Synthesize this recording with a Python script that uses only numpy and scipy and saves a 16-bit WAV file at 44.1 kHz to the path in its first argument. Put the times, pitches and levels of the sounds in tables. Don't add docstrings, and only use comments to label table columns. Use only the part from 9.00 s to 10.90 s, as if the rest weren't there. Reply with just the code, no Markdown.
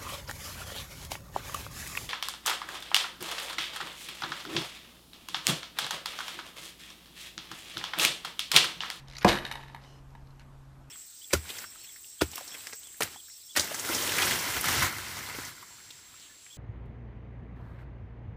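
import sys
import numpy as np
from scipy import signal
from scipy.fft import rfft, irfft
from scipy.io import wavfile
from scipy.ndimage import uniform_filter1d

SR = 44100
rng = np.random.default_rng(int(sys.argv[2]) if len(sys.argv) > 2 else 0)


def master(y):
    cut = np.clip(np.atleast_2d(y).T, -1, 1)
    pcm = np.round(cut * 32767)
    wavfile.write(sys.argv[1], SR, pcm.astype(np.int16))


def elevation(decibels):
    levels = np.asarray(decibels, float)
    return 10 ** (levels / 20)


N = 83790

# mode_hz, level_db, t60_s
TOY = [(900, 0.5, 0.015), (1273, -5, 0.019), (1720, 2, 0.022), (1940, -2, 0.033), (2150, -2, 0.013),
       (2600, -2, 0.0096), (2990, -6, 0.032), (3773, -3, 0.021), (4240, -8, 0.012), (5150, -25, 0.01),
       (6140, -8, 0.0057), (7780, -33, 0.008), (9230, -24, 0.008)]


def evened(x):
    return x / np.sqrt(np.mean(x ** 2) + 1e-20)


def read(points, hz):
    f, value = np.transpose(points)
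    return np.interp(np.log(hz + 1), np.log(f + 1), value)


def colour(x, points):
    gain = elevation(read(points, np.fft.rfftfreq(len(x), 1 / SR)))
    return irfft(rfft(x) * gain, len(x))


def add(mix, start_s, sound):
    part = mix[round(start_s * SR):][:len(sound)]
    part += sound[:len(part)]


def band(x, hz, width_hz):
    r = np.exp(-np.pi * width_hz / SR)
    return signal.lfilter([1, 0, -1], [1, -2 * r * np.cos(2 * np.pi * hz / SR), r * r], x)


def ring(modes, t, gain_db=0):
    hz, level_db, t60_s = np.transpose(modes)[:, :, None]
    decay_db = -60 * t / np.maximum(t60_s, .003)
    return elevation(level_db + gain_db + decay_db) * np.sin(2 * np.pi * hz * t)


def burst(points, t60_s, noise):
    t = np.arange(len(noise)) / SR
    return evened(colour(noise, points)) * elevation(-60 * t / t60_s) * np.minimum(t * 1500, 1)


def air():
    # freq_hz, level_db
    hiss_colour = [(100, 2.5), (250, 1), (450, -7.5), (1000, -4.5), (2200, -18), (5000, -24.5),
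                   (13000, -26.5), (13600, -76)]
    # freq_hz, level_db
    rumble_colour = [(12, -39), (22, -0.5), (43, -3.5), (60, -3), (77, -7.5), (100, -23), (200, -58)]
    hiss_db, patchy_db, rumble_db = -60.5, 1.3, -54.5
    hum_hz, hum_db, hum_wobble, octave_db = 135, -53, 0.074, -18.5

    _, _, z = signal.stft(rng.standard_normal(N), SR, nperseg=512)
    patches = uniform_filter1d(rng.standard_normal(z.shape), 6, 0)
    patches = evened(uniform_filter1d(patches, 8, 1))
    patchy = signal.istft(z * elevation(patchy_db * patches), SR, nperseg=512)[1][:N]
    hiss = colour(patchy, hiss_colour)
    hiss /= np.std(signal.lfilter(*signal.butter(4, 200, "high", fs=SR), hiss))

    rumble = evened(colour(rng.standard_normal(N), rumble_colour))

    slow = uniform_filter1d(rng.standard_normal((2, N)), 3000)
    slow = evened(uniform_filter1d(slow, 3000))
    phase = 2 * np.pi * hum_hz * np.arange(N) / SR + hum_wobble * slow[0]
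    tones = np.sin(phase) + elevation(octave_db) * np.sin(2 * phase)
    hum = np.sqrt(2) * (1 + hum_wobble * slow[1]) * tones
    return elevation(hiss_db) * hiss + elevation(rumble_db) * rumble + elevation(hum_db) * hum


def rattle():
    # time_s, level_db, tilt_db_per_octave
    shake = [(0, -59, 2), (0.049, -75, -8), (0.152, -68.5, -9), (0.202, -80.5, -14), (0.219, -50.5, -3),
             (0.242, -60, -10.5), (0.26, -54, 10), (0.29, -25.5, 3.5), (0.302, -32, -0.5),
             (0.357, -40, -0.5), (.42, -53.5, -5.5), (0.499, -52.5, -2.5), (0.599, -56.5, -1),
             (.66, -63, -1.5), (.72, -63.5, -1), (.77, -73, -9), (.81, -66.5, -4), (1.0, -78.5, -5)]
    # freq_hz, level_db
    rustle_colour = [(200, 0.5), (700, -1.5), (2000, 0.5), (4200, 0), (6500, -9.5), (9000, -13),
                     (12500, -15.5), (15000, -52)]
    hits_per_s, spread_db, rustle_db = 900, 4.5, 2

    t = np.arange(N) / SR
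    time_s, level_db, tilt_db = np.transpose(shake)
    level_db = np.interp(t, time_s, level_db, left=-120, right=-120)
    tilt_db = np.interp(t, time_s, tilt_db, left=-120, right=-120)
    tilt_db = np.clip(tilt_db, -9, 9)

    hits = elevation(spread_db * np.minimum(rng.exponential(1, N), 2.5))
    hits = hits * (rng.random(N) < hits_per_s / SR) * rng.choice([-1, 1], N)

    which = rng.integers(0, len(TOY), (2, N))
    taps = ring(TOY, t[:2000]) * elevation(-1500 * t[:2000])
    parts = [signal.oaconvolve(hits * (which == k).any(0), tap)[:N] for k, tap in enumerate(taps)]
    tilted = sum(p * elevation(tilt_db * np.log2(mode[0] / 2500)) for p, mode in zip(parts, TOY))
    toy = tilted / np.std(sum(parts))

    paper = evened(colour(hits + 0.28 * rng.standard_normal(N), rustle_colour))
    dull = signal.lfilter(*signal.butter(1, 2500, fs=SR), paper)
    paper = dull * elevation(-tilt_db) + (paper - dull) * elevation(tilt_db)
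    return elevation(level_db) * (toy + elevation(rustle_db) * paper)


def slips():
    # start_s, peak_db, centre_hz, ring_over_puff_db, t60_s
    events = [(0.075, -49, 3600, 3, .02), (0.0835, -37, 3700, -4, 0.0097), (0.0985, -39.5, 3700, -9, 0.026),
              (0.1114, -38.5, 3520, -15, 0.014), (.124, -42, 4100, -5.5, 0.018),
              (0.1338, -39, 2050, -5, 0.024), (0.14, -54, 4000, -13, 0.017),
              (0.151, -37.5, 4040, -7, 0.027), (0.156, -38.5, 1950, 1, 0.024),
              (0.1671, -28.5, 4630, 5.5, 0.011), (0.18, -39, 4500, -2, 0.011),
              (0.1836, -27, 6640, -4, 0.017), (0.2114, -34, 4500, 1, 0.012), (0.214, -36, 2400, 13, 0.034),
              (.218, -30.5, 1300, 8, .04), (.222, -43, 2300, 5.5, .03), (0.226, -42, 12500, 9, 0.023),
              (0.2274, -34.5, 4350, -8, 0.01), (0.229, -30, 1850, 0, 0.015), (0.68, -58, 11500, -2, 0.023),
              (.814, -52, 4040, 3, 0.017), (0.837, -44.5, 3970, -6, 0.021), (1.105, -53, 6800, -4, .012),
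              (1.271, -53.5, 4330, -2, .015), (1.305, -56, 4180, -2, 0.032),
              (1.3953, -44, 4100, -16, 0.015), (1.401, -50.5, 1650, 6, 0.15), (1.417, -54, 4000, -4, 0.018)]
    # freq_hz, level_db
    puff_colour = [(500, -23), (1500, -2.5), (3500, -0.5), (6500, -6), (8000, -16.5), (10000, -11.5),
                   (13000, -20), (15000, -49)]
    width_hz = 350

    out = np.zeros(N)
    noise = rng.standard_normal((len(events), 3072))
    for (start_s, peak_db, centre_hz, ring_db, t60_s), z in zip(events, noise):
        puff = burst(puff_colour, max(t60_s, .004), z)
        rung = band(puff, centre_hz, width_hz)
        puff = puff + elevation(ring_db) * rung * np.linalg.norm(puff) / np.linalg.norm(rung)
        add(out, start_s, elevation(peak_db) * puff / abs(puff).max())
    return out


def knock():
    # mode_hz, level_db, t60_s
    box = [(68, -16.5, 0.36), (149, -28, 0.067), (194.3, 1, 0.27), (935, -15, 0.14), (345.6, -3.5, 0.12),
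           (503, 2, 0.024), (573, -4.5, 0.063), (613.3, -12.5, 0.16), (726.7, -7.5, 0.15),
           (856, -12.5, 0.23), (1014, 3.5, 0.025), (1184, -7.5, 0.033), (1650, -6.5, 0.036),
           (2220, -12.5, 0.023)]
    # freq_hz, level_db
    thud_colour = [(40, -45), (75, -16), (110, -9), (220, -15), (550, -6), (1000, -11.5), (3000, -29.5),
                   (15000, -79.5)]
    # freq_hz, level_db
    crack_colour = [(300, -36), (1000, -18), (2000, 2.5), (3300, -5.5), (5500, -5.5), (8000, -14.5),
                    (12000, -12), (15000, -36)]
    # start_s, level_db, wall_hz, t60_s
    rocks = [
        (0.2694, -18.5, 351.2, 0.21),
        (.310, -31, 194, 0.41),
        (.366, -37.5, 197.5, 0.15),
        (.39, -39.5, 641, 0.12),
        (0.844, -52, 250, 0.045),
    ]
    knock_s, knock_db, rise_cycles, rock_rise_s = .2462, -11.5, 0.77, 0.0027
    thud_db, thud_t60_s, crack_db, crack_t60_s = -20.5, 0.28, -19.5, 0.024
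    choke_s, choke_db, choke_hz = 0.0326, -12.5, 250

    t, out = np.arange(SR // 2) / SR, np.zeros(N)
    mode_hz = np.array(box)[:, :1]
    rise = 1 - np.exp(-(t * mode_hz / rise_cycles) ** 2)
    landed = np.clip((t - choke_s) / 0.011 + .5, 0, 1)
    choke = elevation(choke_db * (mode_hz < choke_hz) * landed)
    sign = (-1) ** np.arange(len(box))[:, None]
    modes = (ring(box, t) * rise * choke * sign).sum(0)
    add(out, knock_s - .0003, -elevation(knock_db) * modes)

    for start_s, level_db, wall_hz, t60_s in rocks:
        rock = ring([(wall_hz, level_db, t60_s)], t)[0]
        add(out, start_s, rock * (1 - np.exp(-t / rock_rise_s)))

    thud = burst(thud_colour, thud_t60_s, rng.standard_normal(16384))
    crack = burst(crack_colour, crack_t60_s, rng.standard_normal(2048))
    add(out, knock_s, elevation(thud_db) * thud)
    add(out, knock_s, elevation(crack_db) * crack)
    return out


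def bounces():
    # start_s, level_db, tilt_db_per_octave, favoured_hz
    events = [(0.274, -34, -7, 2150), (.2875, -27, -3, 4180), (.292, -23.5, 12, 2150),
              (0.2988, -21, -1, 3750), (0.328, -19, 2.5, 3750), (0.3535, -23, 4, 3200),
              (0.3737, -22, 1, 1940), (0.386, -23.5, 2.5, 2960), (0.397, -32, -11, 2600),
              (0.4062, -36, 2, 3750), (0.425, -32, -5, 1940), (0.4505, -19.5, 2, 3750),
              (0.464, -25.5, 3.5, 1730), (.476, -40.5, 16.5, 3840), (.486, -38, -1, 3750),
              (0.494, -35, -6, 1720), (0.5134, -20, 4, 900), (0.523, -30, 13, 3750),
              (0.537, -31.5, -4, 2990), (0.5545, -24, 1.5, 900), (0.572, -32, -3.5, 3750),
              (0.593, -36, -11, 900), (0.629, -38.5, -0.5, 3750), (.634, -34.5, 1, 900),
              (0.682, -42, 6.5, 1780), (.698, -37.5, -1.5, 900), (0.7467, -27, -1.5, 900),
              (.762, -37.5, 3, 1720), (.847, -42.5, 2, 900), (1.151, -35.5, -4, 900),
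              (0.313, -28, 2.5, 2150)]
    # freq_hz, level_db
    tick_colour = [(500, -62), (1000, 0), (4000, -2.5), (7000, -16), (9500, -8.5), (13000, -12),
                   (15000, -60)]
    favour_db, contact_s, luck_db = 8.5, 0.0027, 0.39
    tick_db, tick_t60_s = -16, 0.022

    t, out = np.arange(3000) / SR, np.zeros(N)
    mode_hz = np.array(TOY)[:, :1]
    luck = rng.standard_normal((len(events), len(TOY), 2))
    noise = rng.standard_normal((len(events), 3000))
    contact = np.sin(np.pi * np.minimum(t[:200] / contact_s, 1) ** 0.11)
    for (start_s, level_db, tilt_db, favoured_hz), u, z in zip(events, luck, noise):
        favour = np.exp(-(4 * np.log2(mode_hz / favoured_hz)) ** 2)
        shade_db = tilt_db * np.log2(mode_hz / 2000) + favour_db * favour
        rung = ring(TOY, t, shade_db + luck_db * u[:, :1])
        pushes = contact * np.cos(2 * np.pi * mode_hz * t[:200]) * np.sign(u[:, 1:])
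        hit = signal.oaconvolve(rung, pushes, axes=1).sum(0)[:3000]
        tick = elevation(tick_db + tilt_db) * burst(tick_colour, tick_t60_s, z)
        add(out, start_s, elevation(level_db) * (4 * hit / np.linalg.norm(hit) + tick))
    return out


def scuff():
    # centre_hz, width_hz, level_db
    resonances = [(386, 250, 6.5), (2950, 140, 5.5), (4100, 230, -1.5), (5100, 160, 1.5), (5700, 190, -6),
                  (8600, 1400, -28)]
    start_s, length_s, scuff_db = .81, .22, -59.5

    z, out = rng.standard_normal(SR // 2), np.zeros(N)
    u = np.minimum(np.arange(len(z)) / SR / length_s, 1)
    fur = sum(elevation(level_db) * evened(band(z, centre_hz, width_hz)) * np.sqrt(width_hz)
              for centre_hz, width_hz, level_db in resonances)
    add(out, start_s, elevation(scuff_db) * evened(fur) * np.sin(np.pi * u ** .65))
    return out


def room(x):
    # freq_hz, t60_s
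    decay = [(100, 0.26), (500, 0.33), (2000, 0.19), (6000, 0.084), (11500, 0.36), (13300, 0.26),
             (14000, 0.09)]
    taps = np.zeros(SR)
    at = np.arange(200, SR - 20, 20)
    taps[at + rng.integers(0, 20, len(at))] = rng.choice([-1., 1.], len(at))
    hz, t, z = signal.stft(taps, SR, nperseg=256)
    t60_s = np.maximum(read(decay, hz), .05)[:, None]
    tail = signal.istft(z * elevation(-60 * t / t60_s), SR, nperseg=256)[1]
    return signal.fftconvolve(x, tail / np.linalg.norm(tail))[:N]


def scene():
    room_db = -8.5
    near = slips() + knock() + bounces() + rattle() + scuff()
    return (near + elevation(room_db) * room(near) + air())[None]


def band_limit(x):
    return signal.sosfilt(signal.butter(12, 15330, fs=SR, output="sos"), x)


def record(dry):
    # freq_hz, level_db
    response = [(5500, -0.5), (7600, -2), (9000, -3), (10300, -7), (12000, -2)]
    edge_hz = 14900
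    limit = signal.cheby2(12, 50, edge_hz, fs=SR, output="sos")
    x = signal.sosfilt(limit, colour(dry[0], response))[None]
    return band_limit(x)


dry = scene()
out = record(dry)
master(out)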